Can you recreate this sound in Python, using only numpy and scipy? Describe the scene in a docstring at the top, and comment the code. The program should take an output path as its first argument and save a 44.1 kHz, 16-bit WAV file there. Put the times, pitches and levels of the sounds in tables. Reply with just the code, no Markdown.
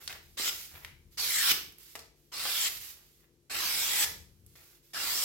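"""Knife slicing glossy paper

A sharp kitchen knife cuts five strips off a sheet held over a wooden table in a small room.
Each cut is a dense run of snapping fibres that rings the sheet and, falling in pitch, the strip.
Between cuts the blade slides on the paper; the sheet rustles, flaps and crinkles over a faint hum."""
import sys
import numpy as np
from scipy import signal
from scipy.fft import rfft, irfft
from scipy.io import wavfile

SR = 44100
rng = np.random.default_rng(int(sys.argv[2]) if len(sys.argv) > 2 else 0)


def store_pcm(level_fs):
    """Save levels as 16-bit WAV."""
    pcm = np.round(np.clip(level_fs, -1, 1) * 32767).astype(np.int16)
    wavfile.write(sys.argv[1], SR, np.atleast_2d(pcm).T)


N = 231339
TIME = np.arange(N) / SR


def cutting(modes_db=-7, tug_s=0.066, strip_short_hz=4200, strip_long_hz=3000, strip_growth_db=17):
    """Fibres snap as the blade gathers speed; the last let go with a tug. 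Returns hiss, narrow rings."""
    # knife strokes: start/s, end/s, level/dB, entry drop/dB, run-up/s, treble/dB, bass/dB, tug/dB,
    # strip ring/dB; treble, bass and ring re mid-band hiss
    cuts = [(0.37, 0.496, -35.5, -1.5, 0.045, 0, -21, 0, -5.5),
            (1.172, 1.517, -34.5, 2.5, 0.1, 3.5, -21, 6, -0.5),
            (2.317, 2.681, -35, 9.5, 0.078, 0, -17.5, -2.5, 2),
            (3.496, 4.045, -34.5, 5.5, 0.058, 0.1, -15.5, 3, -4.5),
            (4.932, 5.35, -34.5, 4, 0.1, 2, -17.5, 0.5, -16)]
    # fibre hiss spectrum: f/Hz, level/dB
    fibre_colour = [(88, -48), (150, -16.5), (515, -12.5), (728, -9.5), (1000, -8.5), (2100, -3),
                    (2600, -3.5), (5200, -2), (6300, -6), (7790, -4.5), (9630, -9), (15000, -3)]
    # taut paper sings under the blade: centre/s, half-length/s, f/Hz, gain/dB
    rasps = [(1.21, 0.068, 4610, -2), (1.39, 0.094, 1860, -3.5), (2.46, 0.062, 1710, -11),
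             (3.63, 0.06, 1140, -10), (3.94, 0.039, 2090, -8.5), (4.97, 0.018, 1540, -3.5)]
    # thin zing where the edge bites hardest: centre/s, half-length/s, f/Hz, gain/dB
    zings = [(0.475, 0.04, 7200, -4), (1.37, 0.047, 7500, 1.5), (2.65, 0.054, 7400, 2.5),
             (3.81, 0.052, 7500, -3.5), (4.015, 0.076, 8000, -0.5), (5.21, 0.15, 7400, -4.5)]
    cuts = np.array(cuts)
    current_cut = cuts[np.searchsorted(cuts[1:, 0], TIME)]
    start_s, end_s, db, entry_db, run_up_s, treble_db, bass_db, tug_db, strip_db = current_cut.T
    age_s, length_s = np.maximum(TIME - start_s, 0), end_s - start_s
    progress = np.minimum(age_s / length_s, 1)
    slowness = np.exp(-age_s / run_up_s)
    tug = np.exp(-(np.maximum(length_s - age_s, 0) / tug_s) ** 2)
    stroke_db = db - entry_db * slowness + tug_db * tug
    gain = contact(start_s, length_s, stroke_db, attack_s=0.0059, sag_db_per_s=0, release_s=0.003)
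    sides = np.array([[1], [-1]])
    gain = gain * from_db((progress - 0.5) / 2 * sides)  # slight travel, right to left

    fibres = snaps(per_s=11000, spread_db=2.5, clump_db=0.55, clumps_per_s=340)
    sheet = colour(fibres + from_db(modes_db) * sheet_modes(fibres), fibre_colour)
    treble = from_db(treble_db - 12.5 * slowness)  # a slow blade is duller and heavier
    bass = from_db(bass_db + 8 * slowness + 3 * tug)
    hiss = rebalance(sheet, treble, bass, low_hz=1412, high_hz=9000)

    drive = butter(fibres, 800, "high")
    # the lengthening strip rings lower and louder
    strip_hz = strip_short_hz * (strip_long_hz / strip_short_hz) ** progress
    strip_gain = from_db(strip_db - strip_growth_db * (1 - progress) + 2 * tug)
    strip = strip_gain * resonance(drive, strip_hz, q=3.9)
    rasp_hz, rasp_gain = swells(rasps, sag_octaves_per_s=3.4)
    rasp = rasp_gain * resonance(drive, rasp_hz, q=6.5)
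    zing_hz, zing_gain = swells(zings)
    zing = zing_gain * resonance(rng.standard_normal((2, N)), zing_hz, q=10)
    return gain * hiss, gain * (strip + rasp + zing * from_db(3 * sides))


def sheet_modes(x, low_hz=1300, high_hz=14000, count=8, wander=0.19, swell_db=4, changes_per_s=11):
    """Resonances of the bent sheet wander, swell and fade as its shape changes."""
    modes = 0
    for k, rest_hz in enumerate(np.geomspace(low_hz, high_hz, count)):
        gain = from_db(swell_db * drift(changes_per_s)) * (-1) ** k * np.sqrt(rest_hz)
        hz = np.minimum(rest_hz * np.exp(wander * drift(changes_per_s)), 0.45 * SR)
        modes = modes + gain * resonance(x, hz, q=9)
    return rms_one(modes)


def crinkles(trim_db=-6, first_snap_db=15, ring_width=1.24):
    """Each buckle is a short crack with a broad ring of the sheet."""
    # sheet buckles, flaps or tears free: t/s, relative level/dB, ring f/Hz, decay/s, crack re ring/dB
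    buckles = [(0.0772, -19, 4400, 0.00024, -37), (0.097, -33, 1980, 0.0078, -11),
               (0.127, -27, 3230, 0.00068, 2), (0.398, -32.5, 302, 0.0048, -25),
               (0.478, -18.5, 3480, 0.00078, -3), (0.848, -24.5, 2240, 0.0012, -10),
               (1.49, -19.5, 2760, 0.03, -9), (1.512, -36.5, 300, 0.011, -10.5),
               (1.723, -38.5, 12000, 0.00094, 4), (1.7843, -37.5, 12000, 0.00045, -3.5),
               (1.954, -19.5, 1215, 0.0043, 18), (1.992, -33, 4700, 0.0059, -0.5),
               (2.453, -32.5, 895, 0.014, -4), (4.464, -41, 8900, 0.0014, -17),
               (4.555, -41, 1900, 0.013, 17.5)]
    grains = snaps(per_s=35000, spread_db=3.0, clump_db=-5.5, clumps_per_s=300)
    out = np.zeros((2, N))
    for start_s, db, hz, decay_s, crack_db in buckles:
        age_s = TIME - start_s
        burst = grains * (age_s >= 0) * np.exp(-np.minimum(np.abs(age_s) / decay_s, 20))
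        burst[:, round(start_s * SR)] += from_db(first_snap_db)  # one large fracture leads
        ring = butter(burst, [hz / ring_width, hz * ring_width], "band", order=1)
        ring *= burst.std() / ring.std()
        crack = butter(butter(burst, 520, "high", order=1), 4200, "low", order=1)
        crack_gain = from_db(crack_db)
        out += from_db(db + trim_db) * (ring + crack_gain * crack) / np.hypot(1, crack_gain)
    return out


def sliding(trim_db=-1):
    """Glossy paper slips over the flat of the blade: fine, bright grains."""
    # slides: start/s, length/s, relative level/dB
    slides = [(0.0, 0.065, -50.5), (0.212, 0.19, -63), (0.494, 0.16, -42.5), (0.686, 0.17, -56),
              (1.106, 0.042, -60), (1.78, 0.15, -53), (2.148, 0.27, -70), (2.673, 0.1, -40.5),
              (2.798, 0.11, -43.5), (2.946, 0.27, -62.5), (4.46, 0.09, -66), (4.55, 0.21, -58),
              (4.822, 0.17, -63)]
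    # friction spectrum: f/Hz, level/dB
    slide_colour = [(300, -29), (1000, -11), (2000, -3.5), (3000, -1.5), (4500, 0), (7500, -2),
                    (9200, -5.5), (12500, -1.5), (16000, -2.5)]
    gain = sum(contact(*slide, attack_s=0.01, sag_db_per_s=16.5, release_s=0.021) for slide in slides)
    grains = snaps(per_s=11000, spread_db=1.0, clump_db=1.05, clumps_per_s=240)
    return from_db(trim_db) * gain * rms_one(colour(grains, slide_colour))


def flexing(trim_db=-1):
    """The bending sheet crackles: sparse, duller grains."""
    # bends: start/s, length/s, relative level/dB
    flexes = [(0.0, 0.028, -50), (0.078, 0.086, -45.5), (0.713, 0.058, -48.5), (0.802, 0.058, -52),
              (1.948, 0.05, -51), (2.903, 0.13, -65), (3.192, 0.051, -69), (4.556, 0.23, -64)]
    # rustle spectrum: f/Hz, level/dB
    flex_colour = [(150, -16), (500, -4), (1200, -2), (2000, 2), (4000, -8.5), (8000, -23), (16000, -7.5)]
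    gain = sum(contact(*flex, attack_s=0.0075, sag_db_per_s=34, release_s=0.012) for flex in flexes)
    grains = snaps(per_s=770, spread_db=3.0, clump_db=3.0, clumps_per_s=95)
    return from_db(trim_db) * gain * rms_one(colour(grains, flex_colour))


def flapping(trim_db=-2):
    """Each wave of the sheet or arm pushes a soft rumble of air at the microphone."""
    # waves: start/s, length/s, relative level/dB, high-pass f/Hz
    flaps = [(0.0, 0.73, -61, 22), (0.72, 0.96, -58, 32.15), (1.945, 0.1, -66, 35.9),
             (2.349, 0.27, -65.5, 36), (2.66, 0.27, -64, 35), (3.5, 0.71, -61.5, 45),
             (4.055, 0.473, -58.5, 65.5), (4.965, 0.34, -62.5, 40)]
    # rumble spectrum: f/Hz, level/dB
    flap_colour = [(26, -30), (42, 2), (56, -11.5), (72, 1), (100, -7.5), (200, -17.5), (500, -43.5)]
    rumble, out = air(flap_colour), 0
    for start_s, length_s, db, low_hz in flaps:
        gain = contact(start_s, length_s, db, attack_s=0.016, sag_db_per_s=4.5, release_s=0.061)
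        out = out + gain * rms_one(butter(rumble, low_hz, "high"))
    return from_db(trim_db) * out


def tabletop(x, echo_gain=0.3, nearest_s=0.0005, farthest_s=0.005, sway=0.14, count=8):
    """Adds short echoes off table, boxes and hands; the paths shift as the hands move."""
    out = x.copy()
    for channel, bright in zip(out, butter(x, 1900, "high", order=1)):
        for k, path_s in enumerate(rng.uniform(nearest_s, farthest_s, count)):
            lag = np.round(path_s * (1 + sway * drift(6)) * SR).astype(int)
            channel += (-1) ** k * echo_gain * bright[np.clip(np.arange(N) - lag, 0, N - 1)]
    return out / np.sqrt(1 + count * echo_gain ** 2)


def room(x, apart_hz=700, wet_db=-6, build_s=0.01):
    """Diffuse tail, dying band by band."""
    # reverberation time: f/Hz, T60/s
    room_t60 = [(200, 0.76), (1000, 0.36), (4000, 0.43), (14000, 0.37)]
    age_s, tail = TIME[:SR * 3 // 4], 0
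    edges_hz = np.geomspace(120, 18000, 8)
    for low_hz, high_hz in zip(edges_hz, edges_hz[1:]):
        alike = 1 / (1 + (high_hz / apart_hz) ** 2)  # long waves reach both channels together
        shared, own = rng.standard_normal(len(age_s)), rng.standard_normal((2, len(age_s)))
        band = butter(np.sqrt(alike) * shared + np.sqrt(1 - alike) * own, [low_hz, high_hz], "band")
        tail = tail + band * from_db(-60 * age_s / at_hz(room_t60, np.sqrt(low_hz * high_hz)))
    tail = rms_one(tail * (1 - np.exp(-age_s / build_s))) / np.sqrt(len(age_s))
    return from_db(wet_db) * signal.fftconvolve(x, tail, axes=1)[:, :N]


def room_hum():
    """Two faint tones with wavering phase."""
    # hum tones: f/Hz, rms level/dB
    tones = [(144, -77), (343, -79)]
    return sum(from_db(db) * np.sqrt(2) * np.sin(2 * np.pi * hz * TIME + drift(12)) for hz, db in tones)


def air(spectrum, apart_hz=700, apart_db=-11):
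    """Stereo noise, alike in the bass, unrelated in the treble."""
    shared, own = rng.standard_normal(N), rng.standard_normal((2, N))
    noise = butter(shared, apart_hz, "low") + butter(own, apart_hz, "high") + from_db(apart_db) * own
    return rms_one(colour(noise, spectrum))


def snaps(per_s, spread_db, clump_db, clumps_per_s, apart_hz=2000):
    """Tiny fractures of uneven size, bunched as the paper catches and lets go."""
    sizes = from_db(spread_db * np.minimum(rng.exponential(1, N), 4))
    sizes *= rng.random(N) < per_s / SR
    sizes *= from_db(clump_db * drift(clumps_per_s))
    # long waves reach both channels alike; short ones leave the bent sheet with a sign for each
    shared, own = sizes * rng.choice([-1, 1], N), sizes * rng.choice([-1, 1], (2, N))
    return rms_one(butter(shared, apart_hz, "low", order=1) + butter(own, apart_hz, "high", order=1))


def contact(start_s, length_s, db, attack_s, sag_db_per_s, release_s):
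    """Gain of one touch: attack, sag, release."""
    age_s = np.maximum(TIME - start_s, 0)
    attack = 1 - np.exp(-age_s / attack_s)
    release = np.exp(-np.maximum(age_s - length_s, 0) / release_s)
    return from_db(db - sag_db_per_s * np.minimum(age_s, length_s)) * attack * release


def swells(rows, sag_octaves_per_s=0):
    """Pitch and bell-shaped gain of the nearest of several brief resonances."""
    rows = np.array(rows)
    borders_s = (rows[1:, 0] + rows[:-1, 0]) / 2
    centre_s, half_s, hz, db = rows[np.searchsorted(borders_s, TIME)].T
    offset_s = np.clip(TIME - centre_s, -3 * half_s, 3 * half_s)
    return hz * 2 ** (-sag_octaves_per_s * offset_s), from_db(db) * np.exp(-(offset_s / half_s) ** 2)


def resonance(x, hz, q, block=128):
    """Stereo band-pass tracking hz; white noise keeps its power."""
    out, state = np.zeros((2, N)), np.zeros((2, 2))
    for i in range(0, N, block):
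        angle = 2 * np.pi * hz[i] / SR
        radius = np.exp(-angle / (2 * q))
        b = np.sqrt((1 - radius ** 2) / 2) * np.array([1, 0, -1])
        a = [1, -2 * radius * np.cos(angle), radius ** 2]
        out[:, i:i + block], state = signal.lfilter(b, a, x[:, i:i + block], zi=state)
    return out


def rebalance(x, treble, bass, low_hz, high_hz):
    """Weight treble and bass against a unit-power mid band."""
    low = signal.sosfiltfilt(signal.butter(2, low_hz, "low", fs=SR, output="sos"), x)
    high = signal.sosfiltfilt(signal.butter(2, high_hz, "high", fs=SR, output="sos"), x)
    return rms_one(x - low - high) + treble * rms_one(high) + bass * rms_one(low)


def colour(x, spectrum, size=16384):
    """Minimum-phase filter from (f/Hz, level/dB) points."""
    cepstrum = irfft(np.log(from_db(at_hz(spectrum, np.fft.rfftfreq(size, 1 / SR)))))
    cepstrum[1:size // 2] *= 2
    cepstrum[size // 2 + 1:] = 0
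    impulse = irfft(np.exp(rfft(cepstrum)))
    return np.apply_along_axis(signal.fftconvolve, -1, x, impulse)[..., :N]


def butter(x, hz, kind, order=2):
    """Butterworth filter."""
    sos = signal.butter(order, np.minimum(hz, SR / 2 - 1), kind, fs=SR, output="sos")
    return signal.sosfilt(sos, x + 1e-18)


def drift(per_s):
    """Random wander, unit rms."""
    knots = rng.standard_normal(N // 8)
    return rms_one(np.interp(TIME * per_s, np.arange(len(knots)), knots))


def at_hz(points, hz):
    """Interpolate over log frequency."""
    points_hz, values = np.transpose(points)
    return np.interp(np.log(hz + 1), np.log(points_hz), values)


def from_db(db):
    """Decibels to gain."""
    return 10 ** (np.asarray(db) / 20)


def rms_one(x):
    """Scale to unit power."""
    return x / np.sqrt(np.mean(x ** 2) + 1e-20)


def scene(room_tone_db=-70.0, ring_send_db=-9):
    """Paper sounds in the room, over stirred air and a quiet background."""
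    # background noise spectrum: f/Hz, level/dB
    room_tone = [(28, -29.5), (45, 6), (120, -7), (200, -7.5), (450, -6.5), (700, -24), (1500, -27.5),
                 (6000, -24.5), (16000, -33.5)]
    hiss, rings = cutting()
    paper = hiss + sliding() + flexing() + crinkles()
    # the sheet beams its narrow rings forward, so little of them fills the room
    reverb = room(paper + from_db(ring_send_db) * rings)
    hum = room_hum()
    return tabletop(paper + rings) + reverb + flapping() + hum + from_db(room_tone_db) * air(room_tone)


def record(dry, right_lag_samples=4, cutoff_hz=16000):
    """Two microphone ports, each with its own colour; the right lags, the top is cut."""
    # port imbalance: f/Hz, left minus right/dB
    ports = [(300, 6.5), (1500, 5.5), (3000, -1), (5000, -2.5), (7800, 2.5), (10000, -7), (12500, -16),
             (16000, -1)]
    left = colour(dry[0], [(hz, db / 2) for hz, db in ports])
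    right = colour(dry[1], [(hz, -db / 2) for hz, db in ports])
    right = np.pad(right, (right_lag_samples, 0))[:N]
    return signal.sosfilt(signal.ellip(10, 0.1, 80, cutoff_hz, fs=SR, output="sos"), [left, right])


dry = scene()
out = record(dry)
store_pcm(out)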